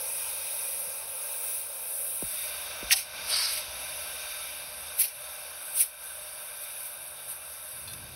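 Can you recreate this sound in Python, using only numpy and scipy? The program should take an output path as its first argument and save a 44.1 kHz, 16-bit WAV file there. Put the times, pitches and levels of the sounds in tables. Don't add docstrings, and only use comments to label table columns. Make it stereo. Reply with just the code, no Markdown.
import sys
import numpy as np
from scipy import signal
from scipy.fft import rfft, irfft, next_fast_len
from scipy.io import wavfile
from scipy.ndimage import uniform_filter1d

SR = 44100
rng = np.random.default_rng(int(sys.argv[2]) if len(sys.argv) > 2 else 0)


def put_to_file(sound):
    columns = np.atleast_2d(sound).T
    safe = np.clip(columns, -1, 1)
    whole_steps = np.round(safe * 32767)
    wavfile.write(sys.argv[1], SR, whole_steps.astype(np.int16))


N = 359415
SIZE = next_fast_len(N)
HZ = np.arange(SIZE // 2 + 1) * SR / SIZE
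TIME = np.arange(N) / SR
SPLIT_HZ, EDGE_HZ, TOP_HZ = 7980, 13200, 15750


def undb(db):
    return np.exp(np.asarray(db) * (np.log(10) / 20))


def level_over_time(points):
    return undb(np.interp(TIME, *np.transpose(points)))


def colour(points):
    hz, db = np.transpose(points)
    return undb(np.interp(np.log(HZ + 1), np.log(hz), db))


def peaks(modes):
    power = 0
    for hz, width, db in modes:
        offset = 2 * (HZ - hz) / width
        power = power + undb(2 * db) / (1 + offset ** 2) ** 2
    return np.sqrt(power)


def shaped(x, gain):
    return irfft(rfft(x, SIZE) * gain, SIZE)[..., :N]


def walk(rate):
    steps = 16
    values = np.repeat(rng.standard_normal(int(N / SR * rate) + 2), steps)
    values = uniform_filter1d(uniform_filter1d(values, steps), steps)
    return 1.3 * np.interp(TIME * rate * steps, np.arange(len(values)), values)


def ripple():
    k = int(47.7 * N / SR)
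    bumps = uniform_filter1d(uniform_filter1d(rng.standard_normal(len(HZ)), k), k)
    growth = np.clip(HZ / 4500, 0, 1)
    return undb(2.2 * bumps / np.std(bumps) * growth)


def hiss(gain, lo_hz, hi_hz, flicker_db, rate, count):
    spectrum = rfft(rng.standard_normal(SIZE)) * gain * ripple()
    spectrum = spectrum * (HZ >= lo_hz) * (HZ < hi_hz)
    place = np.log((HZ + 1) / lo_hz) / np.log(hi_hz / lo_hz) * (count - 1)
    shares = np.clip(1 - np.abs(place - np.arange(count)[:, None]), 0, 1)
    bands = irfft((spectrum * shares).astype(np.complex64), SIZE)[:, :N]
    out = sum(band * undb(flicker_db * walk(rate)) for band in bands)
    return out / np.std(out)


def burst(s, db, rise_s, hold_s, fall_s):
    away = np.clip((s - TIME) / rise_s, 0, 8) + np.clip((TIME - s - hold_s) / fall_s, 0, 8)
    return undb(db - 20 * away ** 1.2)


# f/Hz, level/dB per Hz
RUMBLE_COLOUR = [(12, -51), (20, -25), (65, 2.5), (97, -20), (124, -1.5), (176, -8.5), (450, -11),
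                 (580, -45), (990, -120)]
# f/Hz, width/Hz, level/dB re rumble spectrum
MOTOR_HUM = (76.2, 15, 5.7)
# t/s, level/dB
RUMBLE_LEVEL = [(0, -63), (1.9, -67), (2.3, -62.5), (3.3, -55.5), (3.7, -57.5), (4.6, -62), (6.1, -65.5),
                (8.1, -65)]


def shop():
    spectrum = np.hypot(colour(RUMBLE_COLOUR), peaks([MOTOR_HUM]))
    rumble = hiss(spectrum, 13.0, 470, 1.94, 7.4, count=6)
    return rumble * level_over_time(RUMBLE_LEVEL)


# f/Hz, level/dB
ROOM_COLOUR = [(25, -14), (118, 0), (172, -11), (400, -17.5), (1000, -31), (3200, -34), (5000, -40)]
# f/Hz, level/dB re their sum
ROOM_SIDE = [(25, -30), (110, -22), (400, -10), (1000, 10.5)]
# t/s, level/dB
ROOM_LEVEL = [(7.66, -81), (7.78, -57.5), (8.15, -50.5)]


def wide_room():
    mid = hiss(colour(ROOM_COLOUR), 25, 5000, 1.8, 14, count=5)
    side = hiss(colour(ROOM_COLOUR), 25, 5000, 1.8, 14, count=5)
    side = shaped(side, colour(ROOM_SIDE))
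    level_db = np.interp(TIME, *np.transpose(ROOM_LEVEL), left=-120)
    return (mid + side * np.array([[1], [-1]])) * undb(level_db)


# t/s, f of the firing cycle/Hz
ENGINE_SPEED = [(6.85, 41), (7.45, 44)]
# multiple of the firing cycle, rms level at the top of the swell/dB
FIRING_ORDERS = [(3, -70), (5, -76), (8, -73), (9, -75), (10, -77)]


def engine():
    s, hz = np.transpose(ENGINE_SPEED)
    turn = np.cumsum(np.interp(TIME, s, hz)) / SR
    swell = np.sin(np.pi * np.clip((TIME - s[0]) / (s[-1] - s[0]), 0, 1))
    out = np.zeros(N)
    for k, db in FIRING_ORDERS:
        gain = np.sqrt(2) * undb(db + 2 * walk(7.4))
        out += gain * np.sin(2 * np.pi * (k * turn + rng.random()))
    return swell * out


# t/s, level/dB, start f above the end/Hz, end f/Hz, turns that set the glide,
# time to the peak and decay/s, late ring level/dB re pop
PRESSURE_POPS = [(.87, -56, 600, 45, 1.4, .006, -14), (2.2225, -30, 2000, 39.5, 1.7, 0.0028, -17.5),
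                 (2.826, -33.5, 2400, 54.7, 1.4, 0.0026, -10), (2.9082, -15, 2800, 770, 8, 0.0013, -23),
                 (4.67, -56.5, 400, 45, 1.4, .008, -10)]


def pops():
    out, u = np.zeros(N), np.arange(SR // 5) / SR
    boom_s = .027
    for s, db, start_hz, end_hz, turns, decay, boom_db in PRESSURE_POPS:
        flutter = undb(4 * walk(250)[:len(u)])
        turn = end_hz * u + turns * np.log(1 + u * start_hz / turns)
        attack = (u / decay) * np.exp(1 - u / decay)
        tail = undb(-17) * flutter * (u / decay / 5) * np.exp(1 - u / decay / 5)
        snap = (attack + tail) * np.sin(2 * np.pi * turn)
        boom = (u / boom_s * np.exp(1 - u / boom_s)) ** 2 * np.sin(2 * np.pi * end_hz * u)
        out[int(s * SR):int(s * SR) + len(u)] += undb(db) * (snap + undb(boom_db) * boom)
    return out


# t/s, level/dB, tick level/dB re ring
CLINK_STRIKES = [(7.8755, -36, 1), (7.880, -36, 7), (7.887, -37, 0), (7.898, -35, -5), (7.9074, -39, 0),
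                 (7.917, -40, 0), (7.9339, -41, 17), (7.937, -36, 9), (7.9824, -44, -5)]
# f/Hz, level/dB, time to fall 60 dB/s
METAL_MODES = [(1280, -26, 0.03), (2610, -8.5, 0.032), (3540, -6, 0.033), (4150, -9, .03),
               (4670, -12.5, 0.035), (6100, -14, .012)]


def clinks():
    out, u = np.zeros(N + SR), np.arange(SR // 5) / SR
    bright = signal.butter(3, (6200, 12500), "band", fs=SR, output="sos")
    for s, db, tick_db in CLINK_STRIKES:
        tick = rng.standard_normal(len(u)) * np.exp(-u / .0025)
        clink = signal.sosfilt(bright, tick) * undb(tick_db)
        for hz, mode_db, t60 in METAL_MODES:
            detune, strike = rng.standard_normal(2)
            mode_hz = hz * (1 + 0.0084 * detune)
            ring = np.sin(2 * np.pi * mode_hz * u) * 1000 ** (-u / t60)
            clink = clink + undb(mode_db + 3.5 * strike) * ring
        out[int(s * SR):int(s * SR) + len(u)] += undb(db) * clink
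    return out[:N]


# f/Hz, level/dB
JET_COLOUR = [(8000, 0), (9000, -1), (10500, 0), (12000, 1), (12900, -1), (13300, -3), (16000, -7)]
# f/Hz, width/Hz, level/dB re jet
EDGE_TONE = (11930, 250, -12)
# t/s, level/dB
LEAK_JET_LEVEL = [(0.04, -31.5), (0.8, -32), (1.05, -37), (1.4, -32), (1.55, -30.5), (1.68, -36.5),
                  (1.95, -31.5), (2.44, -32.5), (2.52, -36.5), (2.8, -41), (3.7, -41.5), (3.85, -38.5),
                  (4.5, -38.5), (4.7, -41), (5.3, -39), (5.55, -44), (5.7, -38), (6.2, -41.5), (7.1, -42),
                  (7.8, -40), (8.1, -45.5)]


def leak_jet():
    edge_db = np.interp(TIME, (2.8, 3.1), [-5.5, -9.5])
    edge_db = edge_db + 4.8 * np.exp(-((TIME - 1.4) / 0.24) ** 2)
    jet = hiss(colour(JET_COLOUR), SPLIT_HZ, EDGE_HZ, 1.0, 11, count=5)
    edge = hiss(colour(JET_COLOUR), EDGE_HZ, 15800, 0.86, 14, count=3)
    whistle = undb(EDGE_TONE[2]) * hiss(peaks([EDGE_TONE]), SPLIT_HZ, 16500, 1.8, 6, count=2)
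    out = jet + undb(edge_db) * edge + freedom() * whistle
    return out * level_over_time(LEAK_JET_LEVEL) * undb(0.64 * walk(9.7))


def freedom():
    return np.clip((TIME - 2.21) / 0.057, 0, 1)


# f/Hz, width/Hz, level/dB (used relative to the strongest)
HELD_MODES = [(564, 130, 4.5), (896, 110, 0.5), (1337, 46, -3.5), (1578, 80, -1), (2510, 300, 0.5),
              (3720, 200, -4.5), (4770, 790, -8), (5940, 800, -7), (6750, 180, 1.5)]
FREE_MODES = [(606.7, 39, 7), (1327, 12, 6), (1554, 118, 3), (2234, 110, -11), (2490, 790, -2),
              (3700, 300, 1.5), (4150, 11, -19), (4830, 590, -5), (5950, 86, -2.5)]
# f/Hz, level/dB re strongest resonance
BETWEEN_MODES = [(430, -71), (480, -9), (1600, -12), (1750, -16), (2050, -14.5), (2400, -9.5),
                 (4300, -16.5), (6800, -11), (8000, -30)]
# t/s, level above 1.8 kHz/dB, level below/dB
LEAK_TUBE_LEVEL = [(0.04, -41.5, -47.5), (0.55, -41.5, -48), (1.1, -46, -49), (1.5, -42.5, -48.5),
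                   (1.7, -47.5, -49.5), (2.2, -46, -50), (2.4, -40, -48.5), (2.8, -41.5, -44.5),
                   (3.3, -40, -45), (3.7, -41, -46), (4.45, -41.5, -47.5), (4.7, -45, -49), (5.3, -46, -48),
                   (6.1, -48.5, -50), (6.7, -47.5, -50.5), (7.1, -50, -51), (8.1, -50, -52)]


def leak_tube():
    s, upper_db, lower_db = np.transpose(LEAK_TUBE_LEVEL)
    upper_gain = undb(np.interp(TIME, s, upper_db))
    lower_gain = undb(np.interp(TIME, s, lower_db))
    free = freedom()
    out = np.zeros(N)
    for modes, share in ((HELD_MODES, 1 - free), (FREE_MODES, free)):
        strongest_db = max(db for _, _, db in modes)
        tube = np.hypot(peaks(modes) / undb(strongest_db), colour(BETWEEN_MODES))
        upper = hiss(tube, 1837, SPLIT_HZ, 1.06, 14, count=7) * upper_gain
        lower = hiss(tube, 380, 1796, 0.51, 12, count=5) * lower_gain
        out += np.sqrt(share) * (upper + lower)
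    return out


# 8-10 kHz/dB, upper tube/dB, above 13 kHz/dB
AIR_SPURTS = [(2.92, -18, .02, .012, .013, -3, 4, -4.5), (2.967, -25, .04, 0.005, .085, 1, -1, -3),
              (3.31, -35, .08, .12, .25, 3, 0.5, -9), (3.54, -32, .2, .04, .08, -1, -2, -7.5),
              (5.004, -18, .027, .01, .033, -7.5, -10, -3), (5.04, -27, .03, 0, .1, -4, -7, -6),
              (5.33, -49, .1, 0, .1, -2, -11, -1), (5.765, -31, .04, .02, .05, -1, -13, 0),
              (5.808, -20, .05, .003, .065, -1, -10.5, -3), (6.63, -40.5, .12, 0, .14, -2, -14, -3),
              (6.86, -40, .2, 0, .15, -2, -12, -2), (7.3, -36, .04, .01, .065, -1, -12, -6)]
# f/Hz, level/dB
SPURT_TUBE_COLOUR = [(600, -16.5), (1500, -5), (1850, -10), (2300, 1), (3000, -2), (3600, -4.5), (4400, -1),
                     (5000, -1), (5500, 1.5), (6200, -2), (8000, 3)]
# f/Hz, width/Hz, level/dB
SINGING_MODES = [(1500, 1200, -21), (2220, 130, -13.5), (3100, 1200, -21), (3870, 120, -11),
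                 (4750, 1300, -10), (7230, 70, 0), (8360, 90, -5), (9300, 400, -14)]
# t/s, level/dB, rise/s per 20 dB, hold/s, fall/s per 20 dB
SINGING = (3.34, -25, .09, .09, .2)


def spurts():
    powers = 0
    for row in AIR_SPURTS:
        band_db = np.array([0, *row[5:]])[:, None]
        powers = powers + burst(*row[:5]) ** 2 * undb(2 * band_db)
    jet_gain, low_gain, tube_gain, edge_gain = np.sqrt(powers)
    low = hiss(colour(JET_COLOUR), SPLIT_HZ, 10000, 0.95, 40, count=2)
    jet = hiss(colour(JET_COLOUR), 10000, EDGE_HZ, 0.94, 40, count=2)
    edge = hiss(colour(JET_COLOUR), EDGE_HZ, TOP_HZ, 1.0, 25, count=2)
    tube = hiss(colour(SPURT_TUBE_COLOUR), 1800, SPLIT_HZ, 1.5, 60, count=8)
    lower_tube = hiss(colour(SPURT_TUBE_COLOUR), 560, 1800, 3.0, 40, count=4)
    tube = tube + undb(-24) * lower_tube
    tube_gain = np.roll(tube_gain, int(.004 * SR))
    air = jet_gain * jet + low_gain * low + edge_gain * edge + tube_gain * tube
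    sing = hiss(peaks(SINGING_MODES), 660, 9700, 1.6, 23.96, count=6) * burst(*SINGING)
    return undb(1.2 * walk(150)) * air + sing


def phase_redrawn(x):
    cells = signal.stft(x, nperseg=512)[2]
    phase = 2 * np.pi * rng.random(cells.shape)
    return signal.istft(cells * np.exp(1j * phase), nperseg=512)[1][:N]


# f/Hz, lag/half turns
CHANNEL_TURN = [(0, 0), (1200, 0), (1450, -.3), (1750, 0), (2050, 0), (2300, .17), (2600, .19), (2900, 0),
                (3900, 0), (4400, .13), (4900, .02), (5500, .03), (5900, .45), (6900, 1), (7600, 1),
                (8000, 1.2), (10200, 2), (10800, 2), (13150, 3), (14000, 3), (15800, 3.75), (22050, 5)]


def scene():
    near = shop() + engine() + pops() + clinks() + leak_jet() + leak_tube() + spurts()
    turn = np.pi * np.interp(HZ, *np.transpose(CHANNEL_TURN))
    pair = shaped(near, np.exp(.5j * turn * np.array([[1], [-1]])))
    unlike = shaped(np.array([phase_redrawn(near), phase_redrawn(near)]), np.sin(turn))
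    return pair + undb(-5) * unlike + wide_room()


def record(dry):
    threshold_db, ratio, duck_s, peak_s, clip = -25, 2.6, 0.1, .012, .9
    power = uniform_filter1d(np.mean(dry ** 2, axis=0), int(peak_s * SR))
    peak = power ** 2
    k = int(duck_s * SR)
    for _ in range(2):
        peak = uniform_filter1d(peak, k, origin=(k - 1) // 2)
    excess = np.sqrt(peak.clip(0)) / undb(2 * threshold_db)
    ducked = dry * (1 + excess) ** (-(1 - 1 / ratio) / 2)
    rounded = clip * np.tanh(ducked / clip)
    low_pass = signal.ellip(12, .2, 80, TOP_HZ, fs=SR, output="sos")
    return signal.sosfilt(low_pass, rounded)


dry = scene()
out = record(dry)
put_to_file(out)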